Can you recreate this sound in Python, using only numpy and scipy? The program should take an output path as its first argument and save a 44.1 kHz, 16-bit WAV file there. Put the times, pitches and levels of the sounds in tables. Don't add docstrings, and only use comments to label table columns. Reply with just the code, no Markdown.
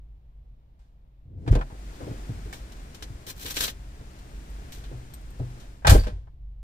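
import sys
import numpy as np
from scipy import signal
from scipy.fft import rfft, irfft, next_fast_len
from scipy.io import wavfile

SR = 44100
rng = np.random.default_rng(int(sys.argv[2]) if len(sys.argv) > 2 else 0)


def log_audio(samples):
    frames = np.atleast_2d(samples).T
    limited = np.clip(frames, -1, 1)
    pcm = np.round(limited * 32767).astype(np.int16)
    wavfile.write(sys.argv[1], SR, pcm)


N = 292378
TIME = np.arange(N) / SR

# start in seconds, level in dB, low-pass in Hz, t60 in seconds,
# share of ringing from 0 to 1.
LATCH_CLACKS = [(.79, -69, 6000, 0.48, 0.1), (1.463, -43, 2000, 0.12, 0.7), (1.475, -35.5, 3250, 0.092, .1),
                (1.513, -43, 8000, .17, 0.3), (1.524, -39, 2596, .19, 0.3), (1.55, -31.5, 4430, 0.046, .2),
                (1.589, -38, 4500, 0.052, 0.95), (1.61, -30, 1500, 0.067, 0.2), (1.70, -44.5, 790, 0.16, 0),
                (2.526, -39, 2600, 0.091, 0), (5.82, -51, 1460, .3, .6), (5.848, -14.5, 1730, 0.13, 0.95),
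                (5.868, -13, 6830, 0.064, 0), (5.874, -13, 4280, 0.15, 0.7), (5.894, -16, 13400, 0.21, 0.1),
                (5.918, -31.5, 4860, 0.52, 0.82), (6.034, -41.5, 4540, 0.18, .2),
                (6.067, -35, 3670, 0.12, 0.54), (6.27, -53.5, 950, .063, 0.02)]
# start in seconds, level in dB, low-pass in Hz, t60 in seconds.
TRIM_KNOCKS = [(1.475, -22, 600, .12), (1.524, -17.5, 330, 0.087), (1.553, -21.5, 900, 0.18),
               (1.722, -37.5, 503, 0.12), (2.003, -31.5, 770, 0.31), (2.066, -27.5, 390, 0.21),
               (2.108, -31.5, 435, 0.14), (2.289, -29, 179, 0.35), (2.455, -39, 600, 0.24),
               (3.02, -42, 450, .15), (3.1, -32.5, 106, 0.18), (3.268, -41.5, 600, .13),
               (3.445, -40.5, 596, .3), (3.995, -42.5, 600, 0.15), (4.913, -38, 714, 0.24),
               (5.394, -31.5, 594, 0.2), (5.909, -11.5, 700, 0.2), (5.946, -15, 1020, 0.13),
               (6.066, -40, 905, 0.34), (6.125, -37, 69.8, 0.51)]
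SCUFFS = [(2.526, -42, 10100, 0.23), (2.72, -48, 9000, 0.068), (2.945, -41, 8000, 0.082),
          (3.023, -34, 7300, 0.074), (3.265, -37.5, 13100, .14), (3.455, -36, 4500, .3),
          (3.566, -22.5, 6000, 0.082), (3.606, -22.5, 8050, 0.064), (3.643, -27, 6110, 0.085),
          (3.678, -29, 4570, 0.1), (4.72, -43, 11760, 0.3), (4.838, -48.5, 3500, 0.19),
          (5.136, -46.5, 14000, .047), (5.598, -51, 6940, 0.17)]
# start in seconds, peak in dB, low-pass of the force in Hz.
SEAL_RELEASES = [(1.495, -3.5, 130), (1.542, -18, 37)]
SEAL_SLAMS = [(5.851, -14.5, 60), (5.873, -5.5, 62), (5.92, -5, 43)]
# start in seconds, level in dB.
FLOOR_STEPS = [(4.916, -31.5), (5.402, -24.5)]
SHEET_JOLTS = [(1.554, -24), (5.922, -21), (5.955, -24.5), (6.066, -28.5)]
STAY_NOTCHES = [(2.527, -35)]
SPRING_TWANGS = [(5.988, -34.5), (6.04, -59)]
ZIP_JINGLES = [(4.499, -58), (5.138, -43), (5.21, -61), (5.303, -54)]
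# start, swell time and ease time in seconds, level in dB.
COAT_STROKES = [(3.262, 0.033, 0.046, -37.5), (3.33, 0.18, 0.032, -36), (3.514, .11, 0.11, -26)]

# frequency in Hz, level in dB, t60 in seconds.
LATCH_MODES = [(522, -12, 0.048), (787, -5.5, 0.073), (832, -7.5, 0.29), (913, 1.5, 0.13),
               (1290, -21, 0.067), (1560, 7, 0.042), (1730, -11, .06), (2464, -8.5, 0.11),
               (3730, -11.5, 0.15)]
DOOR_MODES = [(39.4, -6.5, 0.24), (54.5, 2.5, 0.063), (79.3, 2.5, 0.051), (115, -3, 0.096),
              (131, -12, 0.31), (157.3, -18, 0.031)]
CABIN_MODES = [(24.8, -16, 0.37), (42.2, -14.5, 0.41), (53.7, -7.5, 0.42), (92.7, 7, 0.16), (95.3, 5, 0.26),
               (130.8, -3.5, 0.14), (167.8, -7.5, 0.26)]
FLOOR_MODES = [(97, -8, 0.37), (123.4, 0, 0.4)]
SHEET_MODES = [(172.4, -6, .17), (210.3, -4, 0.15), (333, -8.5, 0.064), (491, 2.5, .11), (604, -6, .15)]
STAY_MODES = [(1800, 0.16, 0.041), (2230, -0.88, 0.052)]
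SPRING_MODES = [(4620, 0, .15), (14600, -7, .07)]
ZIP_MODES = [(8350, 0, .06), (13000, -4, .07)]
# frequency in Hz, relative spectral density in dB.
STEEL_SPECTRUM = [(200, -15.5), (450, -5.5), (850, 4), (1100, -1), (1700, -1.5), (2700, -5.5), (3500, -4),
                  (6000, -5.5), (10000, -5.5), (15500, -8)]
TRIM_SPECTRUM = [(40, -17), (85, 7), (130, 2), (200, -11), (300, -6), (400, -9), (490, -5.5), (620, -11),
                 (800, -10.5), (1050, -16.5), (2500, -17.5)]
CLOTH_SPECTRUM = [(100, -6), (200, -7), (300, -4.5), (500, -9.5), (1150, -10.5), (1700, -7), (2250, -7.5),
                  (3800, -4), (4900, -7), (5900, -5.5), (8000, -7.5), (11000, -11), (14500, -7),
                  (16000, -14)]
OUTDOOR_SPECTRUM = [(70, -25.5), (120, -1.5), (290, -5), (500, -12), (700, -12.5), (1150, -17),
                    (1600, -16.5), (2800, -22), (7300, -26.5), (10000, -31), (11500, -39), (15000, -34.5),
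                    (16000, -65)]
RUMBLE_SPECTRUM = [(15, -3), (30, -6.5), (50, 9.5), (75, -12), (120, -17), (200, -33), (400, -62),
                   (2000, -95), (15000, -130)]
HUSH_SPECTRUM = [(20, -8.5), (54, -6.5), (92, -26.5), (128, -14.5), (200, -27), (270, -29), (400, -34.5),
                 (750, -35), (1500, -47), (3800, -51.5), (5000, -58), (9500, -66), (15000, -59.5)]
# centre in Hz, width in Hz, gain in dB.
PANEL_PEAKS = [(286.6, 26, 6.5), (386.5, 7.2, 8.5), (498, 19, 3), (573, 7.4, 3.5), (669, 16, 7.5),
               (1035, 31, 8), (1569, 47, 10.5), (2557, 17, 2.5), (2486, 11, 4), (3200, 56, 6),
               (3412, 120, -0.5), (4500, 68, 4), (7620, 110, 5.5), (10100, 70, 0)]
FOLD_PEAKS = [(4030, 700, 3.5), (5680, 570, 3), (11660, 900, 5)]

# frequency in Hz, level in dB.
IDLE_TONES = [(48.4, -4), (72.6, -11), (118.4, -16), (145, -22.5)]
# time in seconds, level in dB.
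HISS_LEVEL = [(2.1, -46.5), (2.6, -49), (3.8, -52.5), (4.7, -49.5), (5.3, -53), (5.65, -50.5)]
IDLE_LEVEL = [(0, -47.5), (1.15, -55.5), (1.9, -45.5), (6.3, -44), (6.63, -45.5)]

# left and right delay in seconds, gain in dB.
REFLECTIONS = [(.0017, .0023, -17), (.0041, 0.0037, -17.5), (.0063, .0072, -13), (.0098, .0089, -10),
               (0.0115, 0.0092, -21)]
# frequency in Hz, coherence from 0 to 1.
MIC_COHERENCE = [(60, 0.99), (130, 0.94), (300, 0.93), (700, 0.93), (1400, 0.42), (3000, 0.13),
                 (15000, 0.17)]
# frequency in Hz, left minus right in dB.
MIC_SHADE = [(200, -0.5), (1000, 2), (3000, 1.5), (8000, 2), (15000, 8)]

MIC_DELAY_S = 0.000382
BAND_LIMIT_HZ = 15650


def latch():
    out = np.zeros((2, N))
    for start, db, top_hz, t60, ringing in LATCH_CLACKS:
        crash = noise(STEEL_SPECTRUM, top_hz, size=SR, grain_db=1.5, peaks=PANEL_PEAKS)
        crash *= strike(rise_s=0.0032, t60=t60)
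        tone = amp(-5.5) * soften(ring(LATCH_MODES), top_hz)
        add(out, start, amp(db) * (np.sqrt(1 - ringing ** 2) * crash + ringing * tone))
    return out


def booms(pushes, modes):
    out = np.zeros((2, N))
    for start, db, force_hz in pushes:
        swing = soften(ring(modes), force_hz)
        add(out, start, -amp(db) * swing / abs(swing).max())
    return out


def trim(pull_s=1.25, release_s=1.48, ease_s=0.0077, strain_db=-32.5, growth_db_per_s=82):
    held = np.clip(np.minimum(TIME - pull_s, release_s - TIME) / ease_s, 0, 1)
    strain = held * amp(strain_db + growth_db_per_s * np.minimum(TIME - release_s, 0))
    knocks = bursts(TRIM_KNOCKS, TRIM_SPECTRUM, PANEL_PEAKS, rise_s=0.005, grain_db=0)
    groan = noise(TRIM_SPECTRUM, top_hz=209, grain_db=0.5, peaks=PANEL_PEAKS)
    return knocks + strain * groan


def struck_part(blows, modes):
    out = np.zeros((2, N))
    attack = np.minimum(TIME[:SR] / .003, 1)
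    for start, blow_db in blows:
        for hz, db, t60 in modes:
            chatter = 1 + .7 * hz / (hz + 1000) * drift(hz / 30, size=SR)
            add(out, start, ring([(hz, blow_db + db, t60)]) * chatter * attack)
    return out


def ringing_parts():
    return (struck_part(FLOOR_STEPS, FLOOR_MODES)
            + struck_part(SHEET_JOLTS, SHEET_MODES)
            + struck_part(STAY_NOTCHES, STAY_MODES)
            + struck_part(SPRING_TWANGS, SPRING_MODES)
            + struck_part(ZIP_JINGLES, ZIP_MODES))


def coat(catch_db=3, speed_power=1.57, rustle_count=14):
    strokes = np.zeros(N)
    for start, swell, ease, db in COAT_STROKES:
        speed = np.interp(TIME - start, [0, swell, swell + ease], [0, 1, 0])
        strokes += amp(db) * speed ** speed_power
    peaks = PANEL_PEAKS + FOLD_PEAKS
    slide = noise(CLOTH_SPECTRUM, grain_db=2, peaks=peaks) * strokes * amp(catch_db * drift(76))
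    rustles = [(rng.uniform(1.9, 5.6), rng.normal(-60, 2), 9300, 0.067) for _ in range(rustle_count)]
    return slide + bursts(SCUFFS + rustles, CLOTH_SPECTRUM, peaks, rise_s=0.0019, grain_db=3)


def door_gap(opens_s=1.35, opening_s=0.7, shut_s=5.954, shutting_s=0.37):
    return np.clip(np.minimum((TIME - opens_s) / opening_s, (shut_s - TIME) / shutting_s), 0, 1)


def car_park():
    return noise(OUTDOOR_SPECTRUM) * door_gap() * level(HISS_LEVEL)


def engine(speed_waver=0.01267, flutter_db=2, open_door_db=2.5):
    engine_time = np.cumsum(1 + speed_waver * drift(2.8)) / SR
    tones = sum(amp(db) * np.sqrt(2) * np.sin(2 * np.pi * (hz * engine_time + rng.random()))
                for hz, db in IDLE_TONES)
    idle = tones * amp(flutter_db * drift(6.6)) + noise(RUMBLE_SPECTRUM)
    return idle * level(IDLE_LEVEL) * amp(open_door_db * door_gap())


def cabin_hush(db=-56.5):
    return amp(db) * noise(HUSH_SPECTRUM)


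def reflect(x):
    full = next_fast_len(N)
    hz = np.fft.rfftfreq(full, 1 / SR)
    paths = 1 + sum(amp(db) * np.exp(-2j * np.pi * hz * np.array([[left], [right]]))
                    for left, right, db in REFLECTIONS)
    return irfft(rfft(x, full) * paths / np.sqrt(np.mean(abs(paths) ** 2)), full)[:, :N]


def shade(x):
    full = next_fast_len(N)
    lead_db = read(MIC_SHADE, np.fft.rfftfreq(full, 1 / SR))
    return irfft(rfft(x, full) * amp(np.array([lead_db, -lead_db]) / 2), full)[:, :N]


def bursts(contacts, spectrum, peaks, rise_s, grain_db):
    out = np.zeros((2, N))
    for start, db, top_hz, t60 in contacts:
        cluster = noise(spectrum, top_hz, size=SR // 2, grain_db=grain_db, peaks=peaks)
        add(out, start, amp(db) * cluster * strike(rise_s, t60)[:SR // 2])
    return out


def noise(spectrum, top_hz=SR, size=N, grain_db=0, peaks=()):
    full = next_fast_len(size)
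    hz = np.fft.rfftfreq(full, 1 / SR)
    grains = amp(grain_db * np.clip(drift(970, full), -2, 2))
    left, unrelated = rfft(rng.standard_normal((2, full)) * grains)
    coherence = read(MIC_COHERENCE, hz)
    delay = np.exp(-2j * np.pi * hz * MIC_DELAY_S)
    right = (coherence * left + np.sqrt(1 - coherence ** 2) * unrelated) * delay
    resonance_db = sum(db / (1 + (2 * (hz - centre) / width) ** 2) for centre, width, db in peaks)
    low_pass = (hz < BAND_LIMIT_HZ) / np.sqrt(1 + (hz / top_hz) ** 4)
    colour = amp(read(spectrum, hz) + resonance_db) * low_pass
    return unit(irfft(np.array([left, right]) * colour, full)[:, :size])


def ring(modes):
    t = np.maximum(TIME[:SR] - np.array([[0], [MIC_DELAY_S]]), 0)
    return sum((-1) ** k * amp(db - 60 * t / t60) * np.sin(2 * np.pi * hz * t)
               for k, (hz, db, t60) in enumerate(modes))


def strike(rise_s, t60):
    t = TIME[:SR]
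    return np.minimum(t / rise_s, 1) * amp(-60 * np.maximum(t - rise_s, 0) / t60)


def soften(x, hz):
    return signal.sosfilt(signal.butter(2, min(hz, SR / 3), fs=SR, output="sos"), x)


def drift(rate_hz, size=N):
    full = next_fast_len(size)
    hz = np.fft.rfftfreq(full, 1 / SR)
    white = rfft(rng.standard_normal(full))
    return unit(irfft(white / (1 + (hz / rate_hz) ** 4), full)[:size])


def amp(db):
    return 10 ** (np.asarray(db) / 20)


def unit(x):
    return x / np.sqrt(np.mean(x ** 2) + 1e-20)


def read(points, hz):
    point_hz, value = np.transpose(points)
    return np.interp(np.log(hz + 1), np.log(point_hz), value)


def level(curve):
    return amp(np.interp(TIME, *np.transpose(curve)))


def add(mix, start_s, sound):
    part = mix[:, round(start_s * SR):][:, :sound.shape[1]]
    part += sound[:, :part.shape[1]]


def scene():
    door = (reflect(latch()) + trim() + ringing_parts()) * amp([[.6], [-.6]])
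    doorway = shade(reflect(coat()) + car_park() * amp([[.8], [-.8]]))
    opening_boom = booms(SEAL_RELEASES, DOOR_MODES)
    slam_boom = booms(SEAL_SLAMS, CABIN_MODES)
    return door + doorway + opening_boom + slam_boom + engine() + cabin_hush()


def record(dry):
    rounded = dry / (1 + dry ** 8) ** (1 / 8)
    low_pass = signal.firwin(511, BAND_LIMIT_HZ, window=("kaiser", 9), fs=SR)
    return signal.oaconvolve(rounded, low_pass[None], "same")


dry = scene()
out = record(dry)
log_audio(out)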